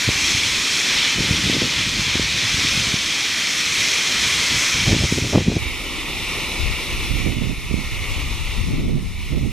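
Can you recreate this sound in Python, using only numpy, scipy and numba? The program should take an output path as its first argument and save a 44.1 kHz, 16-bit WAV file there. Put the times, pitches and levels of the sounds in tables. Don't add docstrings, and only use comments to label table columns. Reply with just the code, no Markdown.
import sys
import numpy as np
from scipy import signal
from scipy.fft import rfft, irfft, next_fast_len
from scipy.io import wavfile
from scipy.ndimage import uniform_filter1d
from numba import njit

SR = 44100
rng = np.random.default_rng(int(sys.argv[2]) if len(sys.argv) > 2 else 0)


def dump(signal):
    limited = np.clip(np.atleast_2d(signal).T, -1, 1)
    pcm = np.round(limited * 32767).astype(np.int16)
    wavfile.write(sys.argv[1], SR, pcm)


N = 419815
TIME = np.arange(N) / SR
FREQ = np.maximum(np.arange(N // 2 + 1) * SR / N, 1)

CUT_S = 5.582

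# start_s, level_db, treble_db (relative to the level)
NEAR_JET_CURVE = [(0, -22, -3), (.8, -21.5, -4), (1.02, -18.5, -8), (1.16, -22, -5), (1.69, -22.5, -6),
                  (2.1, -22, -7), (2.84, -21.5, -5), (3.08, -23.5, -4.5), (3.75, -22.5, -2.5),
                  (4.28, -21, -4), (4.64, -21.5, -1.6), (4.97, -23, -5.5), (5.13, -26, -1),
                  (5.36, -28, -2.5), (5.45, -30, -6.5), (5.57, -30.5, -3.5)]
# start_s, level_db
FAR_JET_CURVE = [(5.6, -29.7), (5.95, -29.3), (6.3, -27), (7.06, -28), (7.3, -32.5), (7.56, -36),
                 (8.06, -29.5), (8.42, -31.5), (8.57, -31.5), (8.66, -34.5), (8.97, -39.5), (9.28, -36.5),
                 (9.5, -40.5)]
# pitch_hz, density_db (dB per Hz)
NEAR_JET_COLOUR = [(60, -17), (280, -8), (500, -14), (700, -17), (1000, -12), (1650, -8.5), (2100, -0.5),
                   (2800, -2), (4000, -3), (6200, -4.5), (7100, -10), (10000, -20), (11500, -25),
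                   (15500, -32.5)]
FAR_JET_COLOUR = [(60, -3.5), (350, -3.5), (480, -8), (660, -14.5), (1050, -7.5), (1500, -13), (2150, -1.5),
                  (2700, -1.5), (3700, -6.5), (4500, -12.5), (5500, -14.5), (7600, -22), (12500, -19.5),
                  (14000, -30)]
# centre_hz, width_hz, height_db
NEAR_RESONANCES = [(2400, 170, 3), (2850, 230, -2.5), (3340, 360, 2), (4745, 320, -4.5), (5330, 330, 1.5)]
FAR_RESONANCES = [(1636, 260, -11), (2270, 180, 3), (3200, 310, -5.5), (3600, 330, 1), (4760, 260, -6)]
# pitch_hz, level_db (relative to the direct hiss)
SCATTER_COLOUR = [(200, -17), (1200, -7.5), (2500, -12), (5000, -1), (9000, -3.5), (14000, -9.5)]
ROAR_PER_TREBLE, EVEN_TREBLE_DB = 0.72, -4.5
FAR_TREBLE_DB, FAR_FULL_DB, TREBLE_PER_FADE = -12, -26.5, 0.22
CALM_SURGE_DB, SURGE_PER_BUFFET = 0.09, 0.024

# centre_s, level_db, pitch_hz, pan_db (left minus right)
THUMP_EDDIES = [(0.08, -12.5, 100, 0), (0.09, -10, 231, 0), (0.351, -18, 80, 0), (1.207, -10.5, 120, 0),
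                (1.311, -8, 111, 0), (1.338, -13, 110, 0), (1.443, -16, 100, 0), (1.499, -10, 210, 0),
                (1.567, -11.5, 200, 0), (1.62, -9, 227, 0), (1.996, -16.5, 100, 0), (2.156, -13, 190, 0),
                (2.197, -10.5, 200, 0), (2.544, -16, 100, 0), (2.65, -17.5, 130, 0), (2.777, -14.5, 110, 0),
                (2.942, -11.5, 136, 0), (4.882, -9, 110, 0), (4.931, -5, 150, 0), (4.949, -11, 150, 0),
                (4.965, -10, 140, 0), (5.038, -11, 130, 0), (5.125, -6, 162, 0), (5.186, -11.2, 200, 0),
                (5.224, -12.5, 100, 0), (5.357, -7, 190, 0), (5.376, -3, 167, 0), (5.382, -7, 343, 0),
                (5.485, -3.5, 119, 0), (5.503, -13, 110, 0), (5.568, -7.5, 180, 0.5),
                (7.742, -7.5, 151, -28)]
# start_s, length_s, buffet_db, rumble_db, pan_db (left minus right)
WIND_GUSTS = [(0.06, 0.032, -33, -29, 3), (0.13, 0.46, -40, -38, 0), (0.92, 0.09, -48, -40, -2),
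              (1.169, 0.062, -25.5, -29, 1), (1.29, 0.076, -25.5, -30, 0.5), (1.428, 0.22, -27, -35, 1.5),
              (1.732, 0.34, -33, -33.5, 0), (2.11, 0.15, -34, -28.5, -2), (2.302, 0.22, -36.5, -36, -1),
              (2.526, 0.38, -33, -34.5, -1), (2.977, 0.078, -39, -38, 0), (3.664, 0.15, -39.5, -42, -2),
              (4.152, 0.24, -39, -38, 0), (4.506, 0.056, -32, -32, 1), (4.737, 0.15, -32, -32, 0),
              (4.856, 0.094, -21.5, -20, -2), (4.99, 0.054, -24.5, -23, 2), (5.12, 0.17, -28, -30.5, 3),
              (5.332, 0.041, -16.5, -22, 1.5), (5.454, 0.038, -18.5, -22, -0.5), (5.55, 0.03, -16, -23, -6),
              (5.598, 0.1, -49, -27.5, -17), (6.589, 0.12, -36, -21.5, 17), (6.893, 0.15, -38, -26.5, 2),
              (7.078, 0.14, -27.5, -22, -15), (7.238, 0.072, -22, -25, -16), (7.362, 0.14, -24.5, -27, -23),
              (7.26, 0.48, -37, -31.5, -4), (7.7, 0.079, -26, -23, -22), (7.846, 0.17, -41, -27, -5),
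              (8.07, 0.46, -42, -25, 6), (8.567, 0.054, -29, -18.5, 9), (8.665, 0.19, -24, -23.5, 1.5),
              (8.871, 0.11, -22, -22, -8), (9.038, 0.06, -31, -27, 13), (9.13, 0.22, -38, -28, -5),
              (9.308, 0.17, -24, -22.5, -9.5)]
# pitch_hz, density_db (dB per Hz)
EDDY_COLOUR = [(40, -33), (80, -5.5), (125, 3), (280, -3.5), (500, -10.5), (1000, -13.5), (2500, -20)]
NEAR_RUMBLE_COLOUR = [(12, -37), (30, -4), (60, 4.5), (100, 5.5), (160, -11.5), (400, -61)]
FAR_RUMBLE_COLOUR = [(10, -12), (25, 2.5), (55, 1), (90, -3.5), (160, -19), (400, -45)]
GUST_ATTACK_S, GUST_RELEASE_S = 0.036, 0.04
NEAR_BREEZE_BUFFET_DB, NEAR_BREEZE_RUMBLE_DB = -48, -56
FAR_BREEZE_BUFFET_DB, FAR_BREEZE_RUMBLE_DB = -48.5, -35


def gas(sputter_db):
    sputter = grains(rate=500, spread_db=5.0)
    return rng.standard_normal(N) + undb(sputter_db) * sputter


def flicker(x, flicker_db, shimmer_db):
    _, _, spectrum = signal.stft(x, nperseg=512)

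    def drift(bins, frames):
        noise = rng.standard_normal(spectrum.shape[-2:])
        across_bands = uniform_filter1d(noise, size=bins, axis=0)
        return unit(uniform_filter1d(across_bands, size=frames, axis=1))

    quick = drift(bins=24, frames=7)
    slow = drift(bins=2, frames=30)
    gain = undb(flicker_db * quick + shimmer_db * slow)
    return signal.istft(spectrum * gain)[1][..., :N]


def jet(source, level_db, treble_db, roar_db, colour, treble_hz, flutter_db, surge_db):
    core_band = (FREQ > 1900) & (FREQ < 4500)
    top_band = (FREQ > treble_hz) & (FREQ < 12000)
    core_gain = np.sqrt(np.mean((colour * core_band) ** 2))
    top_gain = np.sqrt(np.mean((colour * top_band) ** 2))
    above_roar = 1 / (1 + (2900 / FREQ) ** 8)
    above_hiss = 1 / (1 + (treble_hz / FREQ) ** 8)
    roar = shape(source, colour * (1 - above_roar) / core_gain) * undb(roar_db / 2)
    hiss = shape(source, colour * (above_roar - above_hiss) / core_gain) * undb(-roar_db / 2)
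    sizzle = shape(source, colour * above_hiss / top_gain)
    sizzle = sizzle * undb(treble_db + surge_db * walk(14))
    sway_db = flutter_db * walk(35) + surge_db * walk(8)
    return (roar + hiss + sizzle) * undb(level_db + sway_db)


def tossing(buffet_db):
    strongest = buffet_db.max(axis=0)
    return CALM_SURGE_DB + SURGE_PER_BUFFET * (strongest - strongest.min())


def delayed(x, lag_s, onset_hz):
    lag = lag_s * FREQ ** 2 / (FREQ ** 2 + onset_hz ** 2)
    return shape(x, np.exp(-2j * np.pi * FREQ * lag))


def thumps(gain_db, sharpness, push, rebound):
    out = np.zeros((2, N))
    for centre_s, level_db, pitch_hz, pan_db in THUMP_EDDIES:
        near = np.abs(TIME - centre_s) < .03
        phase = 2 * np.pi * pitch_hz * (TIME[near] - centre_s) * sharpness
        suck = np.exp(-phase ** 2)
        before = push * np.exp(-(phase / 2 + 1) ** 2)
        after = rebound * np.exp(-((phase - 2) / 2.0) ** 2)
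        out[:, near] += sides(pan_db)[:, None] * undb(level_db + gain_db) * (before + after - suck)
    return out


def wind(buffet_db, rumble_db, rumble_colour, eddy_rate, corner_hz, highest_hz, db_per_octave, ragged_db):
    swirl_db = ragged_db * walk(45)
    eddies = shape(grains(eddy_rate, spread_db=2.5), response(EDDY_COLOUR))
    corner = corner_hz * 2 ** ((buffet_db + swirl_db + 26.5) / db_per_octave)
    dulled = lowpass(eddies * undb(swirl_db), np.clip(corner, 90, highest_hz), 0.97)
    buffet = even(dulled, span_s=0.057)
    swell = shape(rng.standard_normal(N), response(rumble_colour) / (1 + (FREQ / 500) ** 2))
    rumble = even(swell * undb(0.62 * swirl_db), span_s=0.061)
    return buffet * undb(buffet_db) + rumble * undb(rumble_db)


def gusting(rows, breeze_buffet_db, breeze_rumble_db):
    buffet = np.full((2, N), undb(breeze_buffet_db) ** 2)
    rumble = np.full((2, N), undb(breeze_rumble_db) ** 2)
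    for start_s, length_s, buffet_db, rumble_db, pan_db in rows:
        rise = np.clip((TIME - start_s) / GUST_ATTACK_S + .5, 0, 1)
        fall = np.exp(-np.clip((TIME - start_s - length_s) / GUST_RELEASE_S, 0, 20))
        power = (sides(pan_db)[:, None] * rise * fall) ** 2
        buffet = buffet + power * undb(buffet_db) ** 2
        rumble = rumble + power * undb(rumble_db) ** 2
    return 10 * np.log10(buffet), 10 * np.log10(rumble)


def close_by():
    rows = [gust for gust in WIND_GUSTS if gust[0] < CUT_S]
    buffet_db, rumble_db = gusting(rows, NEAR_BREEZE_BUFFET_DB, NEAR_BREEZE_RUMBLE_DB)
    source = flicker(gas(sputter_db=-12.5), flicker_db=0.42, shimmer_db=1.09)
    level_db, treble_db = controls(NEAR_JET_CURVE)
    roar_db = ROAR_PER_TREBLE * (treble_db - EVEN_TREBLE_DB)
    colour = response(NEAR_JET_COLOUR, NEAR_RESONANCES)
    hiss = jet(source, level_db, treble_db, roar_db, colour, treble_hz=4600,
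               flutter_db=0.2, surge_db=tossing(buffet_db))
    gusts = wind(buffet_db[0], rumble_db[0], NEAR_RUMBLE_COLOUR, eddy_rate=500, corner_hz=352,
                 highest_hz=700, db_per_octave=12, ragged_db=4.0)
    return undb(0.06) * hiss + undb(0.44) * gusts


def further_off():
    rows = [gust for gust in WIND_GUSTS if gust[0] >= CUT_S]
    buffet_db, rumble_db = gusting(rows, FAR_BREEZE_BUFFET_DB, FAR_BREEZE_RUMBLE_DB)
    direct = gas(sputter_db=-16.0)
    ports = np.array([direct, delayed(direct, lag_s=3.4e-5, onset_hz=2500)])
    scattered = shape(rng.standard_normal((2, N)), response(SCATTER_COLOUR))
    source = flicker(ports + scattered, flicker_db=.5, shimmer_db=1.25)
    level_db, = controls(FAR_JET_CURVE)
    treble_db = FAR_TREBLE_DB + TREBLE_PER_FADE * (FAR_FULL_DB - level_db)
    colour = response(FAR_JET_COLOUR, FAR_RESONANCES)
    hiss = jet(source, level_db, treble_db, roar_db=.3, colour=colour, treble_hz=6300,
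               flutter_db=.5, surge_db=tossing(buffet_db))
    gusts = [wind(buffet_db[port], rumble_db[port], FAR_RUMBLE_COLOUR, eddy_rate=1500, corner_hz=245,
                  highest_hz=352, db_per_octave=19, ragged_db=3.0)
             for port in range(2)]
    return undb(-0.2) * hiss + undb(1.26) * np.array(gusts)


def undb(db):
    return 10 ** (np.asarray(db) / 20)


def unit(x):
    return x / np.sqrt(np.mean(x ** 2))


def controls(table):
    start_s, *columns = np.transpose(table)
    return [np.interp(TIME, start_s, column) for column in columns]


def response(points, bells=()):
    pitch_hz, db = np.transpose(points)
    curve_db = np.interp(np.log(FREQ), np.log(pitch_hz), db)
    for centre_hz, width_hz, height_db in bells:
        curve_db = curve_db + height_db / 2 ** ((2 * (FREQ - centre_hz) / width_hz) ** 2)
    return undb(curve_db)


def shape(x, gain):
    size = next_fast_len(N, real=True)
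    bins_hz = np.arange(size // 2 + 1) * SR / size
    return irfft(rfft(x, size) * np.interp(bins_hz, FREQ, gain), size)[..., :N]


def walk(rate):
    hold = max(int(SR / rate), 1)
    steps = np.repeat(rng.standard_normal(N // hold + 2), hold)
    held = steps[rng.integers(hold):][:N]
    return unit(uniform_filter1d(held, hold))


def grains(rate, spread_db):
    hit = rng.random(N) < rate / SR
    size = undb(spread_db * np.minimum(rng.exponential(size=N), 4))
    return unit(hit * size * rng.choice([-1, 1], N))


def even(x, span_s):
    span = max(int(span_s * SR), 1)
    power = uniform_filter1d(uniform_filter1d(x ** 2, span), span)
    return x / np.sqrt(power + 1e-9)


def sides(pan_db):
    gain = undb(np.array([pan_db, -pan_db]) / 2)
    return gain / np.sqrt(np.mean(gain ** 2, axis=0))


@njit
def lowpass(x, hz, damping):
    y, band, low = np.empty(len(x)), 0., 0.
    for i in range(len(x)):
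        g = np.tan(np.pi * hz[i] / SR)
        v = (band + g * (x[i] - low)) / (1 + g * (g + damping))
        y[i] = low + g * v
        band, low = 2 * v - band, 2 * y[i] - low
    return y


def scene():
    far = uniform_filter1d((TIME > CUT_S) * 1., size=256)
    positions = (1 - far) * close_by() + far * further_off()
    return positions + thumps(gain_db=3.0, sharpness=1.13, push=0.15, rebound=0.37)


def record(dry):
    low_cut = signal.butter(1, 12, "high", fs=SR, output="sos")
    top_cut = signal.ellip(10, .2, 80, 15500, fs=SR, output="sos")
    return signal.sosfilt(top_cut, signal.sosfilt(low_cut, dry))


dry = scene()
out = record(dry)
dump(out)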